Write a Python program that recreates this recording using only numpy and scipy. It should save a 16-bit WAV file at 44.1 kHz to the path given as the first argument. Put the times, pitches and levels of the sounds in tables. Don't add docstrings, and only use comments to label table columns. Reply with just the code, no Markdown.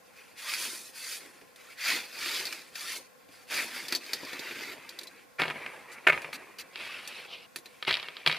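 import sys
import numpy as np
from scipy import signal
from scipy.fft import rfft, irfft, next_fast_len
from scipy.io import wavfile

SR = 44100
rng = np.random.default_rng(int(sys.argv[2]) if len(sys.argv) > 2 else 0)


def waveform_to_disk(signal):
    frames = np.transpose(np.atleast_2d(signal))
    scaled = np.clip(frames, -1, 1) * 32767
    samples = np.round(scaled).astype(np.int16)
    wavfile.write(sys.argv[1], SR, samples)


N = 369558


# frequency in Hz, relative density in dB.
HISS_COLOUR = [(18, -57), (30, -19), (209, 3.5), (294, 3), (413, -39), (483, 4), (838, 1.5), (1010, -8.5),
               (1240, -28.5), (1340, 1.5), (2950, -13), (15800, -16.5)]
# frequency in Hz, correlation from -1 to 1.
HISS_LIKENESS = [(60, -0.11), (240, -0.55), (950, 0.12), (3770, 0.055), (15000, 0.58)]
# centre in Hz, width of each of two passes in Hz, rms level in dB.
WHIRR_BANDS = [(499.3, 107, -63), (1050.6, 150, -67)]
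# frequency in Hz, level in dB re direct.
SIDE_COLOUR = [(60, -11.5), (150, -12.5), (380, -13), (950, -10), (2380, -34), (5980, -5.5), (15000, -7)]

# frequency in Hz, relative density in dB.
SNOW_SCRAPE = [(600, -16.5), (900, -24), (1300, -8), (1800, -4), (2300, 0), (2650, -2), (2950, -12),
               (3600, -15), (6000, -68.5)]
SNOW_EDGE = [(2300, -28.5), (2900, -13.5), (3500, -9), (4100, -8.5), (4600, -3.5), (5200, -12), (6300, -14),
             (8000, -20)]
SNOW_POWDER = [(3350, -5.5), (5700, 0), (6650, -2), (7920, -2.5), (10100, 2), (11900, -6.5), (14300, -9),
               (15800, -4.5)]
SNOW_RUMBLE = [(29, -45.5), (50, -23.5), (100, -12.5), (190, -9), (278, 1.5), (722, -2), (1000, -3.5),
               (1300, -67)]
# frequency in Hz, relative density in dB.
BOARD_SCRAPE = [(600, -6.5), (900, -20.5), (1300, -2.5), (1800, 1), (2300, 5.5), (2650, -1.5), (3000, -24),
                (3700, -43.5), (6000, -67.5)]
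BOARD_EDGE_COLOUR = [(2300, -5), (2900, 1), (3700, -5.5), (4500, -5.5), (5300, -12.5), (6300, -22),
                     (8000, -50.5)]
BOARD_RUMBLE = [(29, -65.5), (60, -16.5), (151, -11.5), (231, -7), (370, -2.5), (500, -1), (700, -4),
                (1000, -1.5), (1300, -5.5), (1600, -75)]
SNOW_COLOURS = [SNOW_SCRAPE, SNOW_EDGE, SNOW_POWDER, SNOW_RUMBLE]
BOARD_COLOURS = [BOARD_SCRAPE, BOARD_EDGE_COLOUR, SNOW_POWDER, BOARD_RUMBLE]

# frequency in Hz, width in Hz, relative level in dB.
BLADE_MODES = [(345, 28.6, -7), (700, 84, -9), (1803, 46, -16), (2362, 165, -5.5), (4210, 800, -10.5),
               (4586, 55.5, -8.5), (5115, 145, -10)]
BOARD_MODES = [(157.5, 11.5, -10.5), (376.4, 19, -11), (636, 31, -6), (983.5, 37, -18.5),
               (1251.3, 33, -16.5), (1577, 38, -20.5), (1747, 36.6, -18.5), (2178.4, 50.2, -7.5),
               (2344, 43, -19), (2492, 79, -10), (2724, 58, -19), (3261, 178, -6.5), (3735, 80, -11)]
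# time in seconds, pitch as a ratio, gain in dB.
BLADE_SAG_CURVE = [(4.16, 0.983, 0.5), (4.21, 1.06, 5), (4.25, 0.97, 8.5), (4.29, 0.894, 9),
                   (4.46, 0.86, 4.5), (4.581, 0.88, 5)]

# start in seconds, relative scrape level in dB.
THUD_EVENTS = [(1.4116, -42), (3.2853, -46.5), (4.713, -44.5), (4.7787, -42)]
# Edge, powder and rumble of a thud, in dB re its scrape.
THUD_LAYERS_DB = (-4.5, -25, 4)
# start in seconds, relative scrape level in dB,
# edge and rumble in dB re scrape.
KNOCK_EVENTS = [(5.3929, -22, -25.5, -10), (5.3985, -12.5, -18.5, -24.5), (5.4172, -11, -4.5, -11.5),
                (5.4213, -17, -25.5, -12.5), (5.434, -14, -9.5, -14), (5.453, -19, -18, -9.5),
                (5.4796, -22, -5.5, -10.5), (5.4994, -16.5, -13, -25.5), (5.5065, -17.5, -29, -13),
                (5.557, -27.5, -24.5, -10), (5.6615, -19.5, -28, -18.5), (6.067, -8.5, -31, -12),
                (6.07, 0, -42.5, -19.5), (6.0728, -1, -42.5, -24), (6.0837, -5.5, -35.5, -14),
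                (6.0983, -4.5, -25.5, -33), (6.122, -11.5, -26.5, -21), (6.129, -10.5, -33, -19.5),
                (6.146, -23, -29.5, -14), (6.1751, -18, -43, -33.5), (6.2439, -21, -18, -15.5),
                (6.3287, -22, -7.5, -25), (6.7565, -25, -3, -20.5), (7.8251, -19.5, -2, -26),
                (7.849, -26, -1.5, -22.5), (7.87, -28.5, 1.5, -13.5), (7.878, -21, -8.5, -2.5),
                (7.9063, -13.5, -4, -16.5), (7.9093, -14.5, 1.5, -27.5), (7.926, -23.5, 8.5, -15),
                (7.9307, -30, 10.5, -24.5), (7.9402, -23, 12.5, -24.5), (7.9518, -25.5, 9.5, -30.5),
                (7.969, -23, 2.5, -25.5), (7.997, -27.5, 1.5, -19), (8.0274, -27.5, 2, -18.5),
                (8.0842, -22.5, -7, -24.5), (8.167, -29, 2.5, -29.5), (8.262, -9, 0.5, -23.5),
                (8.2684, -18.5, -6, -13), (8.274, -14.5, 7.5, -11), (8.296, -11.5, -11.5, -21),
                (8.313, -17.5, 0.5, -33), (8.325, -18.5, 2, -18), (8.345, -22.5, -8.5, -23)]
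# start in seconds, relative scrape level in dB,
# edge, powder and rumble in dB re scrape.
CRACK_EVENTS = [(0.5357, -20, -1.5, -4, -28), (1.559, -45.5, 2.5, 7, -17.5),
                (2.2588, -21, -2.5, -8.5, -18.5), (2.453, -33, 9.5, -15, -21),
                (2.468, -31, 6.5, -16.5, -25), (2.525, -22, -4, -15, -37), (2.7545, -25.5, -4, -37.5, -35),
                (3.882, -35, 10.5, 6, -21), (3.923, -15.5, -1, -21.5, -13), (3.949, -27.5, 10, -11.5, -5),
                (3.958, -28, 9.5, -12.5, -18), (4.0627, -35.5, 0.5, -14, -11),
                (4.132, -22, 8.5, -32.5, -11), (4.231, -41.5, -9.5, -26, 12.5),
                (4.249, -40, 4.5, -26.5, -15), (4.33, -26.5, -4.5, -32.5, -7),
                (4.3921, -33.5, 5.5, -16.5, 2.5), (4.5096, -24, -15.5, -26.5, -11.5),
                (4.555, -34.5, -13.5, -26, -17), (4.607, -31.5, -14, -26, -10.5),
                (4.8904, -38.5, 10.5, -25, -12.5), (4.988, -40.5, 13, -26, -17), (5.0114, -45.5, 12, -9, 1),
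                (5.032, -44, 7.5, 12, -11), (5.07, -46, 11.5, -17.5, -4.5), (6.2176, -30, -6.5, -9, -13.5),
                (7.0745, -34, 5, 8, -22.5), (7.559, -25, -2.5, 1.5, -15), (7.5848, -40, 0.5, 3, -5.5),
                (7.657, -35.5, -1.5, -9.5, -9.5)]
SWISH_EVENTS = [(0.165, -51.5, -2, -13.5, -20.5), (5.915, -50.5, 2, -1.5, -15),
                (6.327, -35, -3.5, -12, -12), (6.5842, -39.5, 2.5, -13, -18.5)]
CONTACT_HZ = (2252, 3965, 3470, 900)

# start, peak and end in seconds, scrape drive at peak in dB,
# entry and exit in dB re peak before the layer shares, edge, powder and rumble in dB re scrape.
DRAG_STROKES = [(5.384, 5.40, 6.005, -32.5, 6.5, -34, -8, -20.5, -5),
                (5.5, 5.56, 7.14, -46.5, -34.5, -13, -13, -15, -5.5),
                (5.82, 5.98, 5.98, -47.5, -16, 3, -30.5, -26.5, -16),
                (6.072, 6.09, 6.096, -23, -2, 1.5, -23, -38, -22),
                (6.116, 6.135, 6.51, -36.5, -7.5, -19, -13, -18, -6.5),
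                (6.72, 6.79, 7.253, -41.5, -18, -6.5, -2.5, -14, -12.5),
                (7.2, 7.345, 7.46, -51, -27, -12.5, 5.5, -14.5, -3.5),
                (7.5, 7.7, 7.85, -64.5, -39, 1.5, -2, -4, -9),
                (7.865, 7.9, 8.22, -32, 3, -23.5, -2.5, -21.5, -11.5),
                (8.02, 8.07, 8.48, -51, 8.5, -2.5, -5.5, -18, -9),
                (8.261, 8.285, 8.496, -34, 14.5, -11.5, -2, -20.5, -9)]
SCOOP_STROKES = [(0.0, 0.2, 0.292, -63.5, -21, 3.5, -9.5, -4, -13),
                 (0.33, 0.51, 0.588, -38.5, -29, -4, 0, -4, -24),
                 (0.55, 0.63, 0.884, -41, -3, -19, 1.5, 4, -14),
                 (0.915, 1.13, 1.1576, -46.5, -9.5, 0, 3.5, 3.5, -22),
                 (1.17, 1.22, 1.458, -55, -4.5, -18, -10.5, -3.5, -8),
                 (1.55, 1.68, 1.73, -56.5, 0, 0, -6.5, -6, -20.5),
                 (1.74, 1.89, 2.1153, -31.5, -30.5, -23.5, 0, -14, -16),
                 (2.07, 2.36, 2.691, -36.5, -19.5, -23, 0.5, -10, -14.5),
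                 (2.72, 2.98, 2.966, -46.5, -10, 5.5, 1, -1, -15.5),
                 (3.28, 3.32, 3.42, -65, 4, 1, -0.5, -2, -21),
                 (3.47, 3.6, 3.775, -35, -7.5, -25.5, -3, -7, -13),
                 (3.64, 3.78, 3.86, -43, -4, -4, -1, -8, -10.5),
                 (3.84, 3.94, 3.942, -46, -9, 2, -2, -12, -10),
                 (3.97, 4.08, 4.264, -48.5, -7.5, -5.5, -2.5, -10, -7.5),
                 (4.16, 4.56, 4.735, -42.5, -5.5, -3.5, -5, -20, -9.5),
                 (4.69, 4.95, 5.215, -54.5, -2, -9, -14.5, -11.5, -9.5)]
DRAG_SHARES = (1.142, 1.197, 0.83, 0.983)
SCOOP_SHARES = (1.043, 1.153, 0.76, 1.03)
DRAG_LAYER_LAGS_S = (0.0068, 0.00136, 0.0184, 0.005)
SCOOP_LAYER_LAGS_S = (0, 0.004, .015, .05)
CREAK_DB = (-69, -71.5, -81, -74.5)

HISS_DB = -59
CUTOFF_HZ = 15800
TAPS = 4096
FRAME, HOP = 1024, 128
DRAG_ENTRY_S, DRAG_EXIT_S, DRAG_BEND = 0.0124, 0.01, 0.65
SCOOP_ENTRY_S, SCOOP_EXIT_S, SCOOP_BEND = 0.0429, 0.0595, 1.113
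EDGE_FADE_DB = 21.5
SWELL_BEND = 1.723
THUD_DULL_HZ = 523
LOW_SLOWER = 2.23
POWDER_SLOWER = 1.45
KNOCK_POWDER_DB = -23


def from_db(db):
    return 10 ** (np.asarray(db) / 20)


def rms_one(x):
    return x / np.sqrt(np.mean(x ** 2) + 1e-20)


def at_hz(points, size):
    hz, value = np.transpose(points)
    bins_hz = np.arange(size // 2 + 1) * SR / size
    return np.interp(np.log(bins_hz + 1), np.log(hz), value)


def coloured(x, spectrum):
    bins_hz = np.arange(TAPS // 2 + 1) * SR / TAPS
    below = np.minimum((bins_hz + 1) / spectrum[0][0], 1) ** 3
    magnitude = rms_one(from_db(at_hz(spectrum, size=TAPS)) * below)
    cepstrum = irfft(np.log(magnitude))
    cepstrum[1:TAPS // 2] *= 2
    response = irfft(np.exp(rfft(cepstrum[:TAPS // 2], TAPS)))
    return signal.oaconvolve(np.atleast_2d(x), response[None], axes=1)[:, :N]


def coloured_sum(drives, colours):
    return sum(coloured(x, colour)[0] for x, colour in zip(drives, colours))


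def drift(rate_hz):
    r = np.exp(-32 * np.pi * rate_hz / SR)
    noise = rng.standard_normal(N // 16 + 2002)
    slow = signal.lfilter([1], [1, -2 * r, r * r], noise)[2000:]
    return np.interp(np.arange(N) / 16, np.arange(len(slow)), rms_one(slow))


def resonance(x, hz, width_hz):
    r = np.exp(-np.pi * width_hz / SR)
    poles = [1, -2 * r * np.cos(2 * np.pi * hz / SR), r * r]
    return signal.lfilter([(1 - r * r) / 2, 0, (r * r - 1) / 2], poles, x)


def bending(x, hz, width_hz):
    r = np.exp(-np.pi * width_hz / SR)
    turn = np.exp(2j * np.pi * np.cumsum(hz) / SR)
    return 2 * np.real(signal.lfilter([1 - r], [1, -r], x / turn) * turn)


def background():
    size = next_fast_len(N)
    mid, side = rfft(rng.standard_normal((2, size)))
    alike = np.clip(at_hz(HISS_LIKENESS, size=size), -1, 1)
    spectra = np.sqrt(1 + alike) * mid + np.sqrt(1 - alike) * side * [[1], [-1]]
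    air = irfft(spectra, size)[:, :N]
    hiss = from_db(HISS_DB) * rms_one(coloured(air, HISS_COLOUR))
    whirr = 0
    for hz, width_hz, db in WHIRR_BANDS:
        band = resonance(resonance(air, hz, width_hz), hz, width_hz)
        whirr = whirr + from_db(db) * rms_one(band)
    return hiss + whirr


def scattered(x, decay_s):
    tail = rfft(rng.standard_normal(TAPS) * from_db(-60 * np.arange(TAPS) / SR / decay_s))
    response = irfft(np.exp(1j * np.angle(tail)) * from_db(at_hz(SIDE_COLOUR, size=TAPS)))
    return signal.oaconvolve(x * drift(51.3), response)[:N]


def blows(table, trim_db, length_s, square, snap):
    size = int(.2 * SR)
    out = np.zeros((4, N + SR))
    t = np.arange(size) / SR / np.array([[1], [1], [1], [LOW_SLOWER]])
    attack = np.minimum(t / 0.0021 / [[1], [1], [POWDER_SLOWER], [1]], 1)
    tail = from_db(-25.5) * np.exp(-t / 0.0228)
    envelope = (np.exp(-(t / length_s) ** square) + tail) * attack
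    cycles = np.outer(CONTACT_HZ, np.arange(24)) / SR
    contact = snap * np.hanning(24) * np.sin(2 * np.pi * cycles)
    for (start_s, db, *rest_db), crackle in zip(table, rng.standard_normal((len(table), size))):
        at = round(start_s * SR)
        burst = crackle * envelope
        burst[:, 50:74] += contact
        gains = from_db(db + trim_db + np.array([0, *rest_db]))
        out[:, at:at + size] += gains[:, None] * burst
    return out[:, :N]


def thuds():
    events = [(*row, *THUD_LAYERS_DB) for row in THUD_EVENTS]
    drive = blows(events, trim_db=-8.5, length_s=0.00645, square=0.82, snap=0)
    rumble = signal.sosfilt(signal.butter(2, THUD_DULL_HZ, fs=SR, output="sos"), drive[3])
    return coloured_sum([*drive[:3], rumble], SNOW_COLOURS)


def grains(per_s, spread_db):
    sizes = from_db(spread_db * np.minimum(rng.exponential(1, N), 5)) * rng.choice([-1, 1], N)
    return sizes * (rng.random(N) < per_s / SR)


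def strokes(table, entry_s, exit_s, bend, shares, lags_s):
    power = np.zeros((4, N))
    for start, peak, end, db, entry_db, exit_db, *rest_db in table:
        first, last = max(round(start * SR), 0), round((end + exit_s + max(lags_s)) * SR)
        t = np.arange(N)[first:last] / SR
        for layer, (own_db, share, lag_s) in enumerate(zip([0, *rest_db], shares, lags_s)):
            late = t - lag_s
            swell_db = entry_db * np.clip((peak - late) / (peak - start), 0, 1) ** SWELL_BEND
            fade_db = exit_db * np.clip((late - peak) / (end - peak), 0, 1) ** bend
            ends = np.clip(1 - (t - start) / entry_s, 0, 1) + np.clip((late - end) / exit_s, 0, 1)
            level_db = db + own_db + share * (swell_db + fade_db) - EDGE_FADE_DB * ends
            power[layer, np.round(t * SR).astype(int)] += from_db(level_db) ** 2
    return np.sqrt(power)


def crunch(stroke):
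    clumps = from_db(1.49 * drift(12.4) + 0.367 * drift(55.0))
    snaps = grains(6000, 0.62) * clumps
    dust = grains(14000, 0.59) * clumps ** 0.57
    lumps = grains(700, 1.18) * clumps
    scrape = snaps * from_db(0.214 * drift(15.8))
    edge = snaps * from_db(0.313 * drift(21.0))
    return stroke * [rms_one(x) for x in (scrape, edge, dust, lumps)]


def layer_at(hz):
    return 3 if hz < 900 else 0 if hz < 3000 else 1


def crumbs(stroke, level_db, cycles):
    snaps, dealt, out = grains(400, 2.6), rng.integers(0, 24, N), np.zeros(N)
    for k, hz in enumerate(np.geomspace(240, 5200, 24)):
        ring = resonance(snaps * (dealt == k) + 1e-18, hz, hz / cycles)
        out += stroke[layer_at(hz)] * rms_one(ring)
    return from_db(level_db) * out


def shifting_colour(x, depth_db, width_hz, hold_s):
    parts = signal.stft(x, SR, nperseg=FRAME, noverlap=FRAME - HOP)[2]
    field = rng.standard_normal(parts.shape)
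    span = np.arange(-40, 41)
    for axis, step in enumerate((width_hz * FRAME / SR, hold_s * SR / HOP)):
        kernel = np.expand_dims(np.exp(-(span / step) ** 2), 1 - axis)
        field = signal.oaconvolve(field, kernel, "same", axes=axis)
    gains = rms_one(from_db(depth_db * rms_one(field)))
    return signal.istft(parts * gains, SR, nperseg=FRAME, noverlap=FRAME - HOP)[1][:N]


def sounded(rubbing, struck, colours, modes, rub_db, sag=None):
    out = shifting_colour(coloured_sum(rubbing, colours), depth_db=2.6, width_hz=70, hold_s=.02)
    out += from_db(-2.0) * coloured_sum(struck, colours)
    ringing = struck + from_db(rub_db) * rubbing
    for hz, width_hz, db in modes:
        drive = ringing[layer_at(hz)] * from_db(db + 2.8 * drift(25.0))
        if sag is not None and hz > 3000:
            pitch, squeak_db = sag
            ring = bending(drive * from_db(squeak_db), hz * pitch, width_hz)
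        else:
            ring = resonance(drive, hz, width_hz)
        out += ring * np.sqrt(SR / np.pi / width_hz)
    return out


def boards():
    events = [(s, db, edge_db, KNOCK_POWDER_DB, rumble_db) for s, db, edge_db, rumble_db in KNOCK_EVENTS]
    knocks = blows(events, trim_db=-9.5, length_s=0.0017, square=0.576, snap=1.881)
    drags = strokes(DRAG_STROKES, DRAG_ENTRY_S, DRAG_EXIT_S, DRAG_BEND, DRAG_SHARES, DRAG_LAYER_LAGS_S)
    body = sounded(crunch(drags), knocks, BOARD_COLOURS, BOARD_MODES, rub_db=-12.5)
    return body + crumbs(drags, level_db=-24, cycles=11.3)


def shovel():
    cracks = blows(CRACK_EVENTS, trim_db=-7.0, length_s=0.00396, square=0.653, snap=0.944)
    swishes = blows(SWISH_EVENTS, trim_db=-7.0, length_s=.038, square=5, snap=0)
    scoops = strokes(SCOOP_STROKES, SCOOP_ENTRY_S, SCOOP_EXIT_S, SCOOP_BEND, SCOOP_SHARES,
                     SCOOP_LAYER_LAGS_S)
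    scoops += from_db(CREAK_DB)[:, None]
    sag_s, *columns = np.transpose(BLADE_SAG_CURVE)
    sag = [np.interp(np.arange(N) / SR, sag_s, column) for column in columns]
    body = sounded(crunch(scoops) + swishes, cracks, SNOW_COLOURS, BLADE_MODES, rub_db=-11.0, sag=sag)
    return body + crumbs(scoops, level_db=-20.0, cycles=45)


def scene():
    work = thuds() + boards() + shovel()
    return work + scattered(work, decay_s=0.00885) * [[1], [-1]] + background()


def record(dry):
    return signal.sosfilt(signal.cheby2(14, 70, CUTOFF_HZ + 250, fs=SR, output="sos"), dry)


dry = scene()
out = record(dry)
waveform_to_disk(out)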